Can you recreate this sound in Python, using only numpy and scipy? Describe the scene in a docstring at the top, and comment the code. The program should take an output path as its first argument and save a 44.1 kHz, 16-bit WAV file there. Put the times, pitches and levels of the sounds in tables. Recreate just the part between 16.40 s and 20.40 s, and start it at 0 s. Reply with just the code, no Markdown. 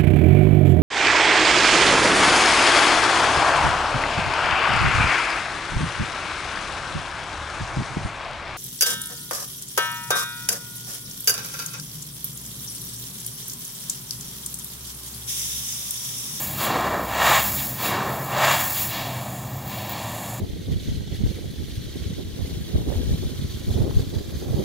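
"""Two hands dig into dry, gritty sand, lift a heap that crumbles, and let it pour back in a fine hiss.
Just past one second they dig, lift and pour again. From about 2.5 s one palm brushes the heap smooth
in two strokes, and a few sharp grains tick. Each gesture is a dense shower of tiny grain contacts
with its own colour. A motor drones far away throughout. It is all heard close up and in mono,
through a small microphone with a resonant housing."""
import sys
import numpy as np
from scipy.fft import rfft, irfft, next_fast_len
from scipy.io import wavfile
from scipy.ndimage import map_coordinates

SR = 44100
rng = np.random.default_rng(int(sys.argv[2]) if len(sys.argv) > 2 else 0)


def store_wav(level_fs):
    """Save 16-bit WAV to argv[1]."""
    pcm = np.round(np.clip(np.atleast_2d(level_fs), -1, 1) * 32767)
    wavfile.write(sys.argv[1], SR, pcm.T.astype(np.int16))


N = 176400

# Gesture cues. 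A release loses 10 dB every release_s.
# fingers and palm skim the loose surface: start_s, attack_s, hold_s, release_s, level_db
SKIMS = [(-.06, 0.045, .04, 0.4, -43.5), (.12, 0.12, 0.015, 0.26, -32.5), (1.14, 0.05, 0.016, 0.076, -38.5),
         (1.33, .13, 0.014, .19, -32), (2.3, 0.082, .01, 0.12, -37), (2.47, 0.058, 0.078, 0.18, -36),
         (3.26, 0.053, 0.17, .1, -44), (3.45, 0.067, 0.078, 0.37, -42)]
# hands press through the heap: start_s, attack_s, hold_s, release_s, level_db
PUSHES = [(.15, 0.1, 0.31, 0.1, -27.5), (1.35, 0.21, 0.055, 0.23, -27.5)]
# a lifted double handful gives way in surges: start_s, attack_s, hold_s, release_s, level_db
CRUMBLES = [(.57, .31, 0.027, 0.11, -19), (.9, 0.027, 0.026, .055, -20), (1.8, 0.24, 0.061, .13, -21)]
# the flat palm strokes the heap: start_s, attack_s, hold_s, release_s, level_db
BRUSHES = [(2.46, 0.12, 0.19, 0.33, -39.5), (3.12, 0.43, 0.33, .14, -40)]
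# fine sand streams off the fingers: start_s, attack_s, hold_s, release_s, level_db
POURS = [(-.05, 0.018, 0.059, 0.3, -29.5), (.17, .06, 0.022, 0.028, -30), (.56, 0.48, .05, .1, -33.5),
         (.8, 0.099, 0.34, 0.16, -27.5), (1.38, 0.083, 0.017, 0.046, -28.5), (1.6, .13, 0.19, 0.16, -38.5),
         (1.95, .25, 0.19, 0.19, -27.5), (2.34, 0.077, .03, 0.055, -28), (2.6, 0.28, .3, 0.34, -47),
         (3.24, 0.05, 0.024, 0.26, -38.5)]
# dislodged grains run down the slope: start_s, attack_s, hold_s, release_s, level_db
SLIDES = [(-.05, 0.046, 0.05, 0.069, -36.5), (.18, .05, .03, 0.039, -36), (1.39, 0.1, .02, 0.087, -44),
          (2.5, 0.3, 0.2, 0.09, -46), (3.45, .35, .14, .1, -41)]
# sharp grains knock together: start_s, level_db
TICKS = [(3.492, -31.5), (3.517, -32.5)]
# reflection off the moving palm: time_s, lowest_dip_hz, echo_gain
PALM_ECHO = [(2.45, 7900, 0), (2.7, 5940, 0.04), (3.0, 4470, 0.1), (3.2, 3200, 0.7), (3.28, 9700, 0.23),
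             (3.45, 11100, 0), (3.56, 8000, 0), (3.72, 5360, 0), (4, 4173, 0)]

# Colours are EQ curves: they set the tone, not the level.
# raspy mids of a skim: frequency_hz, gain_db
SKIM_COLOUR = [(200, -8), (500, -7), (1000, 7), (1400, -1), (1800, 0.5), (2600, 3), (4300, 0), (6000, -5.5),
               (9000, -23), (15500, -8)]
# dull body of a push: frequency_hz, gain_db
PUSH_COLOUR = [(25, -35), (120, -1), (250, -0.5), (400, 0), (650, 0), (1100, 0), (1500, -6), (2200, -14.5),
               (4000, -34.5), (8500, -29), (15500, -30)]
# midrange crunch of a crumble: frequency_hz, gain_db
CRUMBLE_COLOUR = [(25, -45), (150, -39), (300, -7), (440, -7.5), (600, 2.5), (1100, 3.5), (1500, -2.5),
                  (2200, -4.5), (3200, -8), (5200, -15), (7000, -16), (9000, -19), (15500, -50)]
# soft rub of the palm: frequency_hz, gain_db
BRUSH_COLOUR = [(60, -32), (420, -9), (650, 3), (1100, -3.5), (1400, -15), (1800, -13), (2400, -14),
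                (4000, -18.5), (15500, -36)]
# airy hiss of a pour: frequency_hz, gain_db
POUR_COLOUR = [(300, -15), (700, -38), (1500, -13.5), (3000, -18.5), (5200, -10), (7000, -11), (9000, -9.5),
               (11000, -1), (13500, 1), (15500, 5.5)]
# thin sizzle of a slide: frequency_hz, gain_db
SLIDE_COLOUR = [(1500, -21), (5000, -20.5), (6500, -2), (8000, -1.5), (10000, 2), (12000, 5.5),
                (15500, -3.5)]
# brittle top of a tick: frequency_hz, gain_db
TICK_COLOUR = [(2000, -30.5), (9000, -23), (11500, -13), (14000, -7), (15500, 5)]
# rumble and hiss of the still surroundings: frequency_hz, gain_db
AIR_COLOUR = [(10, -55), (30, -37), (45, -11), (65, -8.5), (110, 4.5), (150, -0.5), (230, -4.5), (310, -7),
              (420, -16.5), (750, -12), (1100, -18), (1500, -25), (3000, -28), (5500, -31), (9000, -32),
              (11500, -31), (15500, -21)]

# the distant motor's wandering drone: time_s, pitch_hz, level_db
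DRONE = [(0, 129, -42), (.25, 130, -38.5), (.55, 122.6, -68), (.9, 138.3, -38.5), (1.1, 132.4, -48),
         (1.32, 130, -38), (1.52, 119, -41), (1.76, 137, -34), (2.2, 133, -37), (2.45, 128, -52),
         (2.8, 127.4, -33.5), (2.98, 126, -44), (3.2, 133, -36.5), (3.48, 115.9, -45), (4, 118.4, -35.5)]
# a lower hum that swells and fades: time_s, pitch_hz, level_db
LOW_HUM = [(0, 55, -60), (.45, 57, -48), (.7, 67, -42), (1, 72, -40), (1.25, 65, -47), (1.5, 60, -70)]
# hums that hold their pitch: pitch_hz, level_db
STEADY_HUMS = [(176, -55.5), (201, -49)]
# resonances of the microphone housing: centre_hz, width_hz, lift_db
HOUSING_RESONANCES = [(607, 113, 2), (751, 260, 3.5), (1081, 214, 4.5), (1280, 137, 3), (1626, 160, 3),
                      (1807, 260, 8.5), (2292, 210, 7.5), (2774, 187, 7.5), (3345, 250, 8),
                      (3816, 310, 7.5), (4357, 180, 9), (4850, 116, 9), (5434, 81, 7.5), (7130, 1390, 9.5)]

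AIR_DB, CUTOFF_HZ = -35.5, 15750


def skim():
    """Fingers scuff loose grains; the highs lead, so the rasp dulls as the hand sinks in."""
    return grains(gestures(SKIMS, curve=1.7), SKIM_COLOUR,
                  per_s=22000, size_db=2, clump_db=0, clump_hz=62, lag_s=-0.0089)


def push():
    """Grains grind together as the hands press through the heap; the lows trail behind."""
    return grains(gestures(PUSHES, curve=0.63), PUSH_COLOUR,
                  per_s=12000, size_db=1.5, clump_db=1.1, clump_hz=22, lag_s=-0.018)


def crumble():
    """The lifted handful gives way in a crunch that starts low and opens up."""
    return grains(gestures(CRUMBLES, curve=2.22), CRUMBLE_COLOUR,
                  per_s=14000, size_db=2, clump_db=0.6, clump_hz=39.3, lag_s=0.011)


def brush():
    """The flat palm rubs over the heap in a soft wash of evenly sized contacts."""
    return grains(gestures(BRUSHES, curve=1), BRUSH_COLOUR,
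                  per_s=18000, size_db=1, clump_db=0.9, clump_hz=22)


def pour():
    """Fine sand streams off the fingers and lands with a bright hiss."""
    return grains(gestures(POURS, curve=0.57), POUR_COLOUR,
                  per_s=24000, size_db=2.5, clump_db=0.9, clump_hz=68)


def slide():
    """Dislodged grains sizzle down the slope."""
    return grains(gestures(SLIDES, curve=0.74), SLIDE_COLOUR,
                  per_s=24000, size_db=2, clump_db=1, clump_hz=52)


def ticks():
    """A few sharp grains collide in tiny, bright bursts."""
    attack_s, hold_s, release_s = 0.002, 0.003, 0.015
    cues = [(start_s, attack_s, hold_s, release_s, level_db) for start_s, level_db in TICKS]
    return grains(gestures(cues, curve=1), TICK_COLOUR,
                  per_s=6000, size_db=4, clump_db=-1, clump_hz=100)


def grains(envelope, colour, per_s, size_db, clump_db, clump_hz, lag_s=0):
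    """Random contacts, mostly small, in clumps; stronger motion makes them denser and louder."""
    chance = np.clip(per_s / SR * np.sqrt(envelope / envelope.max()), 1e-3, 1)
    sizes = from_db(size_db * np.minimum(rng.exponential(1, N), 5)) * rng.choice([-1, 1], N)
    clicks = sizes * (rng.random(N) < chance) / np.sqrt(chance)  # same power at any density
    clumping = from_db(clump_db * drift(clump_hz))
    shower = coloured(clicks * clumping, colour)
    return swept(shower, envelope, lag_s) if lag_s else shower * envelope


def gestures(cues, curve):
    """One envelope from all cues, summed in power: each swells as time ** curve, holds and dies away."""
    t, power = np.arange(N) / SR, 1e-12
    for start_s, attack_s, hold_s, release_s, level_db in cues:
        rise = np.clip((t - start_s) / attack_s, 0, 1) ** curve
        fall_db = -10 * np.maximum(t - start_s - attack_s - hold_s, 0) / release_s
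        power = power + (rise * from_db(level_db + fall_db)) ** 2
    return np.sqrt(power)


def swept(x, envelope, lag_s):
    """Apply the envelope lag_s later for each octave up, so the colour moves within a gesture."""
    t, octaves, out = np.arange(N) / SR, np.arange(-2, 3), 0
    for octave in octaves:
        def band_db(hz):
            share = np.interp(np.log2(hz / 2000), octaves, octaves == octave)
            return 20 * np.log10(1e-6 + share)
        out = out + filtered(x, band_db) * np.interp(t - lag_s * octave, t, envelope)
    return out


def palm_echo(x):
    """A short reflection off the palm hollows the sound; its comb of dips moves with the hand."""
    dip_hz, echo_gain = automation(PALM_ECHO)
    delay_s = 0.5 / dip_hz  # half a cycle late at the lowest dip
    echo = map_coordinates(x, [np.arange(N) - delay_s * SR], order=3)
    return (x + echo_gain * echo) / np.sqrt(1 + echo_gain ** 2)


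def distant_motor():
    """Far-off machinery: a wandering drone, a lower swell and two hums of steady pitch."""
    drone = hum(*automation(DRONE), waver_db=1.8)
    swell = hum(*automation(LOW_HUM), waver_db=-1)
    steady = sum(hum(np.full(N, hz), db, waver_db=3) for hz, db in STEADY_HUMS)
    return drone + swell + steady


def hum(pitch_hz, level_db, waver_db):
    """A low sine tone whose level wavers at random."""
    rms = from_db(level_db + waver_db * drift(9.1))
    return np.sqrt(2) * rms * np.sin(2 * np.pi * np.cumsum(pitch_hz) / SR)


def air():
    """The still surroundings: a bed of low rumble and faint hiss."""
    return from_db(AIR_DB) * coloured(rng.standard_normal(N), AIR_COLOUR)


def drift(rate_hz):
    """A smooth random wobble, mostly slower than rate_hz, at unit power."""
    return unit_power(filtered(rng.standard_normal(N), lambda hz: -20 * np.log10(1 + (hz / rate_hz) ** 2)))


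def coloured(x, colour):
    """Shape a signal with a colour curve, 20 dB down above the cutoff, at unit power."""
    points_hz, gain_db = np.transpose(colour)

    def response_db(hz):
        return np.interp(np.log(hz), np.log(points_hz), gain_db) - 20 * (hz > CUTOFF_HZ)
    return unit_power(filtered(x, response_db))


def filtered(x, response_db):
    """EQ by a function that gives dB for each frequency."""
    size = next_fast_len(N + SR // 10)
    hz = np.maximum(np.arange(size // 2 + 1) * SR / size, 1)
    return irfft(rfft(x, size) * from_db(response_db(hz)), size)[:N]


def automation(rows):
    """Straight ramps between timed points, one curve for each column after the time."""
    time_s, *columns = np.transpose(rows)
    return [np.interp(np.arange(N) / SR, time_s, column) for column in columns]


def from_db(db):
    """Decibels to gain."""
    return 10 ** (np.asarray(db) / 20)


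def unit_power(x):
    """Scale to an RMS of one."""
    return x / np.sqrt(np.mean(x ** 2) + 1e-20)


def scene():
    """Close sand under the palm's echo, over air and motor, alike in both channels."""
    sand = skim() + push() + crumble() + brush() + pour() + slide() + ticks()
    return np.tile(palm_echo(sand) + air() + distant_motor(), (2, 1))


def record(dry):
    """The microphone housing adds a row of resonant peaks, then the top is cut steeply."""
    def response_db(hz):
        peaks_db = sum(lift_db * 0.5 ** ((2 * (hz - centre_hz) / width_hz) ** 2)
                       for centre_hz, width_hz, lift_db in HOUSING_RESONANCES)
        top_cut_db = np.clip((hz - CUTOFF_HZ) / 2, 0, 100)
        return peaks_db - top_cut_db
    return np.array([filtered(channel, response_db) for channel in dry])


dry = scene()
out = record(dry)
store_wav(out)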